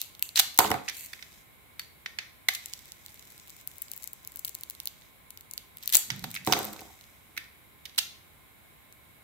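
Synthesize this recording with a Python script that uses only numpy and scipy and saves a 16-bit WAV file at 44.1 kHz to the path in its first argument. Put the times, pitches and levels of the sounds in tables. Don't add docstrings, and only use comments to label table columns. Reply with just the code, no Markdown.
import sys
import numpy as np
from scipy import signal
from scipy.io import wavfile
from scipy.ndimage import uniform_filter1d

SR = 44100
rng = np.random.default_rng(int(sys.argv[2]) if len(sys.argv) > 2 else 0)


def invert_db(level):
    return 10 ** (np.asarray(level, dtype=float) / 20)


def pcm_store(signal):
    levels = np.round(np.clip(np.atleast_2d(signal), -1, 1) * 32767)
    wavfile.write(sys.argv[1], SR, levels.astype(np.int16).T)


N = 407043

# (pitch [Hz], width [Hz], level [dB])
BAR = [(1415, 980, -19.5), (2004, 560, 0), (2650, 190, -1.5)]
# (pitch [Hz], width [Hz], level [dB])
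BLADE = [(2840, 1170, 4), (4080, 640, 8), (4640, 250, 8.5), (5795, 1800, 4)]
# (pitch [Hz], width [Hz], level [dB])
FLAKE = [(7500, 2400, 3), (8770, 2700, 6), (11720, 7100, 4), (12690, 1800, 7.5), (13860, 1300, 1),
         (15280, 1100, 1.5), (15970, 1200, -4.5)]


def rms_one(x):
    return x / np.sqrt(np.mean(x ** 2) + 1e-20)


def at_hz(points, hz):
    table_hz, values = np.array(points)[:, 0], np.array(points)[:, 1]
    return np.interp(np.log(hz), np.log(table_hz), values)


def sides(pan_db):
    return invert_db(np.array([pan_db / 2, -pan_db / 2]))


def resonate(x, hz, width):
    r = np.exp(-np.pi * width / SR)
    turn = 2 * np.pi * hz / SR
    return signal.lfilter([(1 - r * r) / 2, 0, (r * r - 1) / 2], [1, -2 * r * np.cos(turn), r * r], x)


def body(x, modes, strengths_db=None):
    extra_db = np.zeros(len(modes)) if strengths_db is None else strengths_db
    return sum((-1) ** k * invert_db(db + extra_db[k]) * resonate(x, hz, width)
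               for k, (hz, width, db) in enumerate(modes))


def grains(shape, per_s, spread_db):
    sizes = invert_db(spread_db * np.minimum(rng.exponential(1, shape), 4))
    signs = rng.choice([-1, 1], shape)
    return rms_one(sizes * signs * (rng.random(shape) < per_s / SR))


def stroke_gain(s, db, fade_s=0.029):
    t = np.arange(N) / SR
    to_nearest_end = np.minimum(t - s[0] + fade_s, s[-1] + fade_s - t)
    return invert_db(np.interp(t, s, db)) * np.clip(to_nearest_end / fade_s, 0, 1)


def bands(x):
    edges = 20 * 2 ** np.arange(0, 10.1, .5)
    for k, (low, high) in enumerate(zip(edges, edges[1:])):
        band = signal.butter(2, [low, high], "band", fs=SR, output="sos")
        yield np.sqrt(low * high), signal.sosfilt(band, x[k % 2])


def background():
    # (pitch [Hz], level [dB per Hz])
    hiss = [(12, -56), (20, -25.5), (35, -14), (63, -1), (342, -11.5), (551, -14), (599, -10), (1050, -17),
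            (1510, -15), (2120, -20), (2440, -12.5), (3830, -25), (4930, -30), (6000, -31), (8000, -24),
            (13000, -18.5), (16500, -20)]
    # (pitch [Hz], likeness [0 to 1])
    likeness = [(30, .1), (130, 0.28), (290, 0.062), (640, 0.026), (16000, .01)]
    # (pitch [Hz], width [Hz], level [dB])
    hums = [(1044, 78, -71.5), (2175, 300, -66), (3870, 400, -73.5)]
    out = 0
    for hz, (mid, side) in bands(rng.standard_normal((2, 2, N))):
        alike = np.clip(at_hz(likeness, hz), 0, 1)
        pair = np.sqrt(1 + alike) * mid + np.sqrt(1 - alike) * side * [[1], [-1]]
        out = out + invert_db(at_hz(hiss, hz)) * pair
    out = invert_db(-57) * rms_one(out)
    white = rng.standard_normal((2, N))
    for hz, width, db in hums:
        out = out + invert_db(db) * rms_one(resonate(resonate(white, hz, width), hz, width))
    return out * sides(-1.2)[:, None]


def room(x, onset_ms=0.88, treble_db=0.0):
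    # (pitch [Hz], time to fall 60 dB [s])
    echo_times = [(300, 0.46), (790, 0.41), (2090, 0.44), (5510, 0.44), (14600, 0.28)]
    t = np.arange(SR // 2) / SR
    slices = bands(rng.standard_normal((2, 2, len(t))))
    tail = sum(noise * invert_db(treble_db * np.log2(hz / 2000) - 60 * t / at_hz(echo_times, hz))
               for hz, noise in slices)
    tail = tail * np.clip(t * 1000 / onset_ms - .4, 0, 1)
    tail = tail / np.sqrt(np.sum(tail ** 2, axis=1, keepdims=True))
    return signal.fftconvolve(x, tail, axes=1)[:, :N]


def knocks():
    # (time [s], peak [dB], brightness [dB per octave])
    first_drop = [(0.373, -37, 7), (0.395, -34, 12), (.47, -35, -14), (0.5889, -10, 6), (0.6, -17.5, 5.5),
                  (0.604, -28, 12), (0.611, -19, 4), (0.646, -12, 1), (0.7045, -9.5, -2), (0.7154, -11, 3),
                  (0.7414, -22, 6)]
    # (time [s], peak [dB], brightness [dB per octave])
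    second_drop = [(5.951, -34.5, 7.5), (6.101, -57, 17.5), (6.2408, -30.5, 4.5), (6.4725, -5.5, -2),
                   (6.482, -19.5, 0), (6.5235, -16, 5.5), (6.532, -30.5, 11.5), (6.566, -15, -2),
                   (6.817, -28.5, -1.5)]
    # (time [s], peak [dB], brightness [dB per octave])
    taps = [(2.06, -46.5, -7), (2.186, -44, 2.5), (2.487, -40.5, 11), (7.29, -41, -7), (7.375, -34, -11),
            (7.983, -51, 14)]
    # (time [s], level [dB])
    tumble = [
        [(.615, -30), (.68, -35.5), (.75, -30), (.8, -61), (.86, -64)],
        [(6.5, -25.5), (6.58, -30), (6.68, -40), (6.76, -44.5), (6.82, -51), (6.9, -54)],
    ]
    # (pitch [Hz], level [dB], time to fall 60 dB [s])
    table_modes = [(91.1, -14.5, 0.068), (135, -15, 0.15), (213, -10.5, 0.16), (318, -7, 0.1),
                   (414.5, -8.5, 0.081), (454, -1, 0.018), (554, -10, 0.075), (670, -11.5, 0.027),
                   (692, -11, 0.083), (761, -1, 0.035), (900, 0.5, 0.019), (1093, -2, 0.019),
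                   (1290, 2, 0.0053), (1492, -5.5, 0.011)]
    rows, out = np.array(first_drop + second_drop + taps), np.zeros((2, N))
    at = np.round(rows[:, 0] * SR).astype(int)
    luck = rng.standard_normal((len(rows), len(table_modes), 2))
    rocking = sum(stroke_gain(*np.transpose(rock)) for rock in tumble)
    for k, (hz, db, t60) in enumerate(table_modes):
        tilt_db = (rows[:, 2] + 2) * np.log2(max(hz, 300) / 300)
        small_knocks = rocking * invert_db(db - 31.0) * grains(N, per_s=200, spread_db=4.5)
        clicks = 1e-18 + small_knocks * np.ones((2, 1))
        luck_db = 1.8 * luck[:, k, 0] + 1.53 * luck[:, k, 1] * [[1], [-1]]
        clicks[:, at] += invert_db(rows[:, 1] - 14.0 + db + tilt_db + luck_db)
        b, a = signal.butter(2, hz / 3.9, "high", fs=SR)
        r, w = invert_db(-60 / (t60 * SR)), 2 * np.pi * hz / SR
        top, bottom = np.convolve(b, [0, np.sin(w)]), np.convolve(a, [1, -2 * r * np.cos(w), r * r])
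        out += (-1) ** k * signal.lfilter(top, bottom, clicks)
    return out * sides(-3.5)[:, None]


def creak():
    # (time [s], level [dB])
    bending = [
        (6.081, -56),
        (6.13, -44),
        (6.2, -48),
        (6.26, -45),
        (6.33, -57),
        (6.43, -55),
    ]
    shudder = body(rng.standard_normal(N), [(110, 66, 1.5), (174, 73, 6.43), (217, 70, 2.9)])
    return stroke_gain(*np.transpose(bending)) * rms_one(shudder) * sides(-5.5)[:, None]


def rasp(alike=0.17):
    # (start [s], length [s], level at start [dB], level at end [dB], dull rasp above bright [dB])
    strokes = [(0, 0.18, -40.5, -72, -15), (0.38, 0.012, -29.5, -34, 5), (0.858, 0.029, -52, -55, 1.5),
               (0.942, 0.11, -44, -40.5, -4.5), (1.084, 0.33, -56, -61, 3), (2.599, 0.31, -57, -59.5, 3.5),
               (2.945, 0.67, -61.5, -58, 2), (3.694, 0.39, -62, -57.5, 1.5), (4.16, 0.93, -66.5, -67, 4),
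               (5.824, 0.073, -61, -52, 5.5), (5.95, 0.041, -35.5, -94, 12), (6.088, 0.28, -64, -52.5, 2.5),
               (6.476, 0.21, -40, -46.5, 2.5), (6.725, 0.63, -53, -74, 2.5)]
    slips = grains((3, N), per_s=770, spread_db=3.5)
    push = np.sqrt(alike) * slips[0] + np.sqrt(1 - alike) * slips[1:]
    blade = body(push, BLADE)
    bright = rms_one(body(push, FLAKE) + invert_db(-2.0) * blade)
    dull = rms_one(body(push, BAR) - invert_db(-3.0) * blade)
    out = 0
    for s, length, start_db, end_db, dull_db in strokes:
        out = out + stroke_gain([s, s + length], [start_db, end_db]) * (bright + invert_db(dull_db) * dull)
    return out


def pings(width=280, lasting_width=45):
    # (time [s], pitch [Hz], peak [dB])
    tip_touches = [(.0158, 4000, -26), (.2252, 2670, -25), (.2908, 4300, -36), (.3588, 4050, -13),
                   (.3725, 4000, -22), (.3765, 4000, -18), (.3915, 4100, -19), (.3965, 4050, -12),
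                   (.4005, 4000, -12), (1.7948, 4520, -28), (.786, 2500, -39), (.861, 1950, -43),
                   (2.0615, 1950, -22), (2.1876, 4450, -25), (2.4855, 2040, -18), (2.487, 2040, -13),
                   (2.488, 2040, -14), (2.487, 3880, -19), (2.7358, 5500, -29), (6.3632, 2220, -24),
                   (6.5237, 5900, -12), (6.5285, 5000, -19), (6.3415, 2350, -33), (6.352, 2300, -30),
                   (6.372, 2400, -32), (6.414, 2150, -41), (6.7925, 2300, -36), (7.377, 1750, -27),
                   (7.8552, 3698, -37)]
    # (time [s], pitch [Hz], peak [dB])
    free_rings = [(.3965, 4120, -31), (.3995, 3900, -31), (.884, 1950, -34), (.892, 2350, -35),
                  (1.7955, 4620, -38), (1.797, 4400, -39), (2.189, 4480, -41), (2.487, 2080, -33),
                  (6.3635, 2380, -38), (7.8555, 3690, -48)]
    out = np.zeros(N)
    click = 1. * (np.arange(4096) == 0)
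    for rows, width_hz in ((tip_touches, width), (free_rings, lasting_width)):
        for s, hz, db in rows:
            note = resonate(click, hz, width_hz)
            out[round(s * SR):][:4096] += invert_db(db) * note / note.max()
    return out


def crack_rows():
    # (time [s], flake snap [dB], blade ring [dB])
    snaps = [(.0158, -22.5, -32), (.1506, -48, -45), (.1943, -37, -45), (.2252, -15, -27.5),
             (.2908, -38.5, -40.5), (.5762, -25, -32), (.9692, -36.5, -66), (1.0615, -37, -54),
             (5.7709, -36.5, -47.5), (5.8271, -42.5, -43.5), (5.8347, -37, -44), (5.859, -33, -60),
             (5.8764, -19, -29.5), (5.893, -32, -35.5), (5.9003, -32, -37), (5.9252, -20, -32),
             (6.1181, -41.5, -45), (6.1938, -39, -44), (6.314, -34, -42.5), (6.449, -38, -41.5),
             (6.4662, -27.5, -44.5), (6.5901, -24.5, -35), (6.6312, -42, -44), (6.645, -31.5, -38),
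             (6.6517, -27.5, -51), (6.7303, -36.5, -51), (6.8078, -40.5, -51), (8.9256, -45, -58)]
    # (time [s], flake snap [dB], blade ring [dB])
    fine_snaps = [(0.04, -46, -52), (0.254, -49, -46.5), (0.5442, -40, -56.5), (0.563, -45, -54.5),
                  (0.915, -55, -45), (0.9453, -45.5, -47), (0.9515, -45, -47), (0.9954, -47.5, -50),
                  (0.999, -38, -51), (1.3282, -55, -53.5), (1.7955, -31, -52.5), (1.8174, -55, -47),
                  (1.8354, -53, -57), (1.847, -56, -52), (5.8303, -43, -48), (5.838, -44, -50),
                  (5.866, -53, -59), (5.9092, -42, -55.5), (6.1623, -41.5, -51), (6.2261, -46, -55),
                  (6.2399, -35.5, -38.5), (6.3049, -41, -49), (6.3515, -38, -44.5), (6.36, -52.5, -38.5),
                  (6.5279, -22.5, -20.5), (6.6106, -46, -53), (6.631, -36, -45), (6.734, -38.5, -44),
                  (6.764, -51, -45), (6.814, -53.5, -46), (6.8623, -57, -56)]
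    # (time [s], flake snap [dB], blade
    # ring [dB], bar ring [dB])
    breaks = [(.3588, -21, -30.5, -46.5), (.3636, -28.5, -27, -43), (.3726, -30.5, -20.5, -33),
              (.3762, -22.5, -21.5, -39), (.3833, -33.5, -25, -34), (.3927, -17, -19, -33.5),
              (.3961, -8.5, -15, -21.5), (.3975, -33, -17, -29.5), (.4022, -19.5, -22.5, -23),
              (.5888, -2.5, -13.5, -8), (.5945, -19, -16.5, -35.5), (.6022, -30, -26, -45),
              (.6462, -33, -30, -45), (.7039, -26.5, -34.5, -48), (.7148, -22.5, -25, -18),
              (.7412, -34.5, -38, -28), (5.9344, -19, -45, -40), (5.9427, -18, -33, -36),
              (5.9471, -9.5, -20.5, -45), (5.9524, -9.5, -28, -46.5), (5.9537, -6.5, -27.5, -43.5),
              (5.9596, -17.5, -27, -31), (5.9686, -8.5, -27, -41), (6.4736, -25, -27, -24),
              (6.5237, -24, -15, -21.5), (6.5343, -22.5, -18, -18), (6.566, -37, -45, -26.5),
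              (0.3705, -34.5, -34.5, -39), (0.3905, -26.5, -19.5, -26), (0.3999, -17.5, -22, -28),
                 (0.6425, -33.5, -33, -42), (0.6558, -34, -32, -48), (0.6623, -39.5, -32, -48),
                 (0.6684, -39, -39, -41), (0.675, -43, -36, -41), (0.8892, -41, -41, -31),
                 (5.9266, -26, -30.5, -46), (5.937, -19, -31, -35), (5.94, -22, -24, -46)]
    # (time [s], flake snap [dB], blade ring [dB], bar ring [dB])
    touches = [(.8807, -43, -36.5, -25), (.8858, -41, -28, -28), (.8949, -44.5, -34.5, -34),
               (.8974, -34.5, -35, -30), (1.1325, -41, -38.5, -31.5), (1.1917, -56, -56, -42),
               (1.2256, -51.5, -40.5, -35.5), (1.7953, -35, -35, -31.5), (2.0606, -46, -35, -27),
               (2.1874, -45, -29, -21.5), (2.4864, -18.5, -19, -19), (2.5363, -31.5, -40.5, -47),
               (2.55, -25, -30.5, -47), (6.1033, -35, -25, -22), (6.241, -32.5, -32, -30),
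               (6.3434, -30.5, -41.5, -48), (6.3513, -33.5, -38, -38), (6.3632, -48, -36.5, -27.5),
               (6.3721, -48.5, -41.5, -33), (6.7923, -48.5, -45, -46), (7.367, -48, -47, -36.5),
               (7.3761, -32, -31.5, -22.5), (7.8552, -39.5, -35.5, -39), (7.9795, -25.5, -27, -43),
               (7.9832, -18, -21.5, -26.5), (7.9861, -18, -19.5, -44), (7.989, -27, -19.5, -51)]
    # (time [s], flake snap
    # [dB], blade ring [dB])
    creep = [(2.6592, -30.5, -42), (2.7358, -30.5, -32.5), (2.7769, -48, -61), (2.8566, -46, -52),
             (2.8891, -59.5, -56.5), (2.9202, -38, -39.5), (3.0509, -51, -57.5), (3.0622, -39, -42),
             (3.1433, -45, -57), (3.1943, -44, -47.5), (3.2735, -49, -53), (3.3213, -46, -58),
             (3.3786, -47, -49.5), (3.3988, -48, -50.5), (3.4743, -48.5, -51.5), (3.4964, -44, -46.5),
             (3.5664, -46.5, -61), (3.6124, -47, -58.5), (3.7152, -56, -56), (5.3053, -37.5, -47.5),
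             (5.3741, -40.5, -43), (5.4093, -42.5, -51.5), (5.5119, -34.5, -53.5), (5.5364, -32.5, -48),
             (5.578, -30.5, -30.5), (3.8829, -47, -48), (4.3198, -42.5, -58), (4.5457, -40, -53),
             (7.011, -49, -48.5), (7.041, -58, -54.5),
             (2.684, -51, -49.5), (2.6983, -52, -51), (2.7305, -53, -48), (2.744, -55, -54),
                  (2.7914, -47, -47), (2.8808, -54, -57), (3.083, -53, -49.5), (3.092, -54, -54),
                  (3.1044, -52, -57), (3.12, -59, -59), (3.1576, -52, -59.5), (3.161, -70, -55),
                  (3.1744, -58, -54.5), (3.225, -50, -49), (3.2532, -50.5, -59), (3.2802, -53, -60),
                  (3.3034, -48, -61), (3.3061, -55, -60.5), (3.3122, -53, -60), (3.481, -47, -56.5),
                  (3.503, -42, -55.5), (3.5998, -54, -57.5), (5.0125, -55, -59), (5.0208, -60.5, -52),
                  (5.308, -51, -57.5), (5.784, -45, -51.5), (6.9067, -59, -61.5), (7.0398, -58, -54),
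                  (7.442, -55, -53.5), (7.8956, -58, -48), (7.9476, -54, -53), (7.961, -55, -52),
                  (9.1086, -64, -74)]
    # (time
    # [s], flake snap [dB], blade ring [dB])
    glide = [(3.6743, -30.5, -43.5), (3.783, -41.5, -57.5), (3.8192, -32.5, -53), (3.822, -31.5, -47),
             (3.9161, -33, -45), (3.9349, -38, -44), (3.9641, -40, -62.5), (3.977, -39, -52),
             (4.0243, -42.5, -62), (4.033, -40.5, -50), (4.0411, -34.5, -60), (4.0753, -34, -57),
             (4.1326, -36, -53), (4.2489, -44.5, -45), (4.2745, -35, -52), (4.3593, -35, -51),
             (4.372, -40, -57), (4.3929, -35, -50), (4.4483, -27.5, -34), (4.4529, -32.5, -48),
             (4.4769, -37, -47), (4.4939, -36, -53), (4.5507, -32.5, -41), (4.6102, -41, -55),
             (4.6349, -34.5, -38.5), (4.6992, -32, -44.5), (4.7083, -40.5, -43.5), (4.8014, -35, -35),
             (4.8564, -32, -44), (4.873, -30, -28),
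             (3.7154, -53, -56), (3.7375, -57, -58), (3.757, -55, -59), (3.7685, -51, -64),
                  (3.8042, -60, -61), (3.9001, -52, -61), (3.9617, -52, -62), (3.9868, -57, -69),
                  (4.0035, -60.5, -62), (4.0103, -54, -66), (4.058, -53, -55), (4.2315, -54, -70),
                  (4.3399, -55, -64), (4.3955, -41, -58), (4.467, -44, -57), (4.4805, -38, -38),
                  (4.5876, -52, -55), (4.7506, -49, -48), (4.834, -50.5, -60), (4.8823, -47, -47.5)]

    def with_bar(rows, bar_db):
        return [(s, flake, blade, blade + bar_db) for s, flake, blade in rows]

    crisp_ms = .25
    kinds = [(with_bar(snaps + fine_snaps, -21), (crisp_ms, 4.0, 0, 7.6, -2, -3.5)),
             (breaks, (1.58, 1.5, 0.18, 1, -3, -0.5)),
             (touches, (3, 1.5, 0.45, -2, -3.5, .5)),
             (with_bar(creep, -25), (crisp_ms, 1.5, 0.31, 0, -0.5, -3)),
             (with_bar(glide, -25), (crisp_ms, 2.0, 0.4, 12, 2.5, -5))]
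    out = []
    for rows, (tear_ms, pan_db, lean, tilt_db, boost_db, walls_db) in kinds:
        for s, flake, blade, bar in rows:
            left_db = min(pan_db + lean * (flake - blade), 9.0)
            out.append((s, flake + boost_db, blade, bar, left_db, tear_ms, tilt_db, walls_db))
    return out


def cracks(alike=0.79, lag_per_db=2.5, colour_db=3.0, lead=2.44, brighten=0.11, swell=2.5):
    lowest_hz = (2602, 1450, 700)
    columns = np.transpose(crack_rows())[:, :, None]
    s, flake_db, blade_db, bar_db, pan_db, tear_ms, tilt_db, walls_db = columns
    t, tear_ms = np.arange(768) / SR, np.clip(tear_ms, .2, 5)

    slips = grains((len(s), 3, len(t)), per_s=14000, spread_db=5.0)
    age = t * 1000 / tear_ms
    run = np.exp(-age) * (1 - np.exp(-swell * age))
    snap = np.argmax(run, axis=1)
    push = run[:, None] * (np.sqrt(alike) * slips[:, :1] + np.sqrt(1 - alike) * slips[:, 1:])
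    push[np.arange(len(s)), :, snap] += lead / tear_ms
    bounce = round(1.4 * SR / 1000)
    push = push + invert_db(-15.5) * np.pad(push, ((0, 0), (0, 0), (bounce, 0)))[:, :, :len(t)]

    colour = colour_db * rng.standard_normal((len(s), 3, len(FLAKE)))
    slope_db = tilt_db + brighten * np.clip(flake_db - blade_db, -20, 12)
    colour[:, 0] += slope_db * np.log2(np.array(FLAKE)[:, 0] / 10000)
    levels_db = (flake_db - .3, blade_db - 0.5, bar_db - 5.0)
    pans_db = (pan_db, 0.44 * pan_db - 9.5, 0.26 * pan_db - 1.5)
    close, plain = 0, 0
    for k, (modes, sign) in enumerate(zip((FLAKE, BLADE, BAR), (-1, -1, 1))):
        ring = body(push, modes, colour[:, k].T[:, :, None, None]) * np.moveaxis(sides(pans_db[k]), 0, 1)
        ring = signal.lfilter(*signal.butter(2, lowest_hz[k], "high", fs=SR), ring)
        power = uniform_filter1d(np.mean(ring ** 2, axis=1), size=128, mode="constant")
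        loudest = np.sqrt(power.max(axis=1))
        ring = ring * (sign * invert_db(levels_db[k]) / loudest[:, None])[:, None]
        close = close + ring
        strength = np.sqrt(np.mean(ring ** 2, axis=(1, 2)))[:, None]
        plain = plain + sign * strength * rms_one(body(1. * (t == 0), modes))

    near, far = np.zeros((2, N + 2048)), np.zeros(N + 2048)
    starts = np.round(s[:, 0] * SR).astype(int) - snap
    lags = np.round(np.clip(lag_per_db * pan_db[:, 0], -12, 12)).astype(int)
    for at, lag, pair, outward in zip(starts, lags, close, plain * invert_db(walls_db)):
        near[0, at - min(lag, 0):][:len(t)] += pair[0]
        near[1, at + max(lag, 0):][:len(t)] += pair[1]
        far[at:at + len(t)] += outward
    return near[:, :N], far[:N]


def scene():
    snaps, far_snaps = cracks()
    drops, drag, notes = knocks(), rasp() + creak(), pings()
    echoes = room(invert_db(-9.5) * far_snaps + invert_db(-6.0) * drops + invert_db(-8.0) * drag + invert_db(-11.0) * notes)
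    soft_top = signal.cheby2(16, 45, 16000, fs=SR, output="sos")
    return snaps + drops + notes + signal.sosfilt(soft_top, drag + echoes + background())


def band_limit(x):
    return signal.sosfilt(signal.butter(12, 16800, fs=SR, output="sos"), x)


def record(dry):
    top_cut = signal.cheby2(14, 45, 16900, fs=SR, output="sos")
    mix = signal.sosfiltfilt(top_cut, np.clip(dry, -1, 1))
    return band_limit(mix)


dry = scene()
out = record(dry)
pcm_store(out)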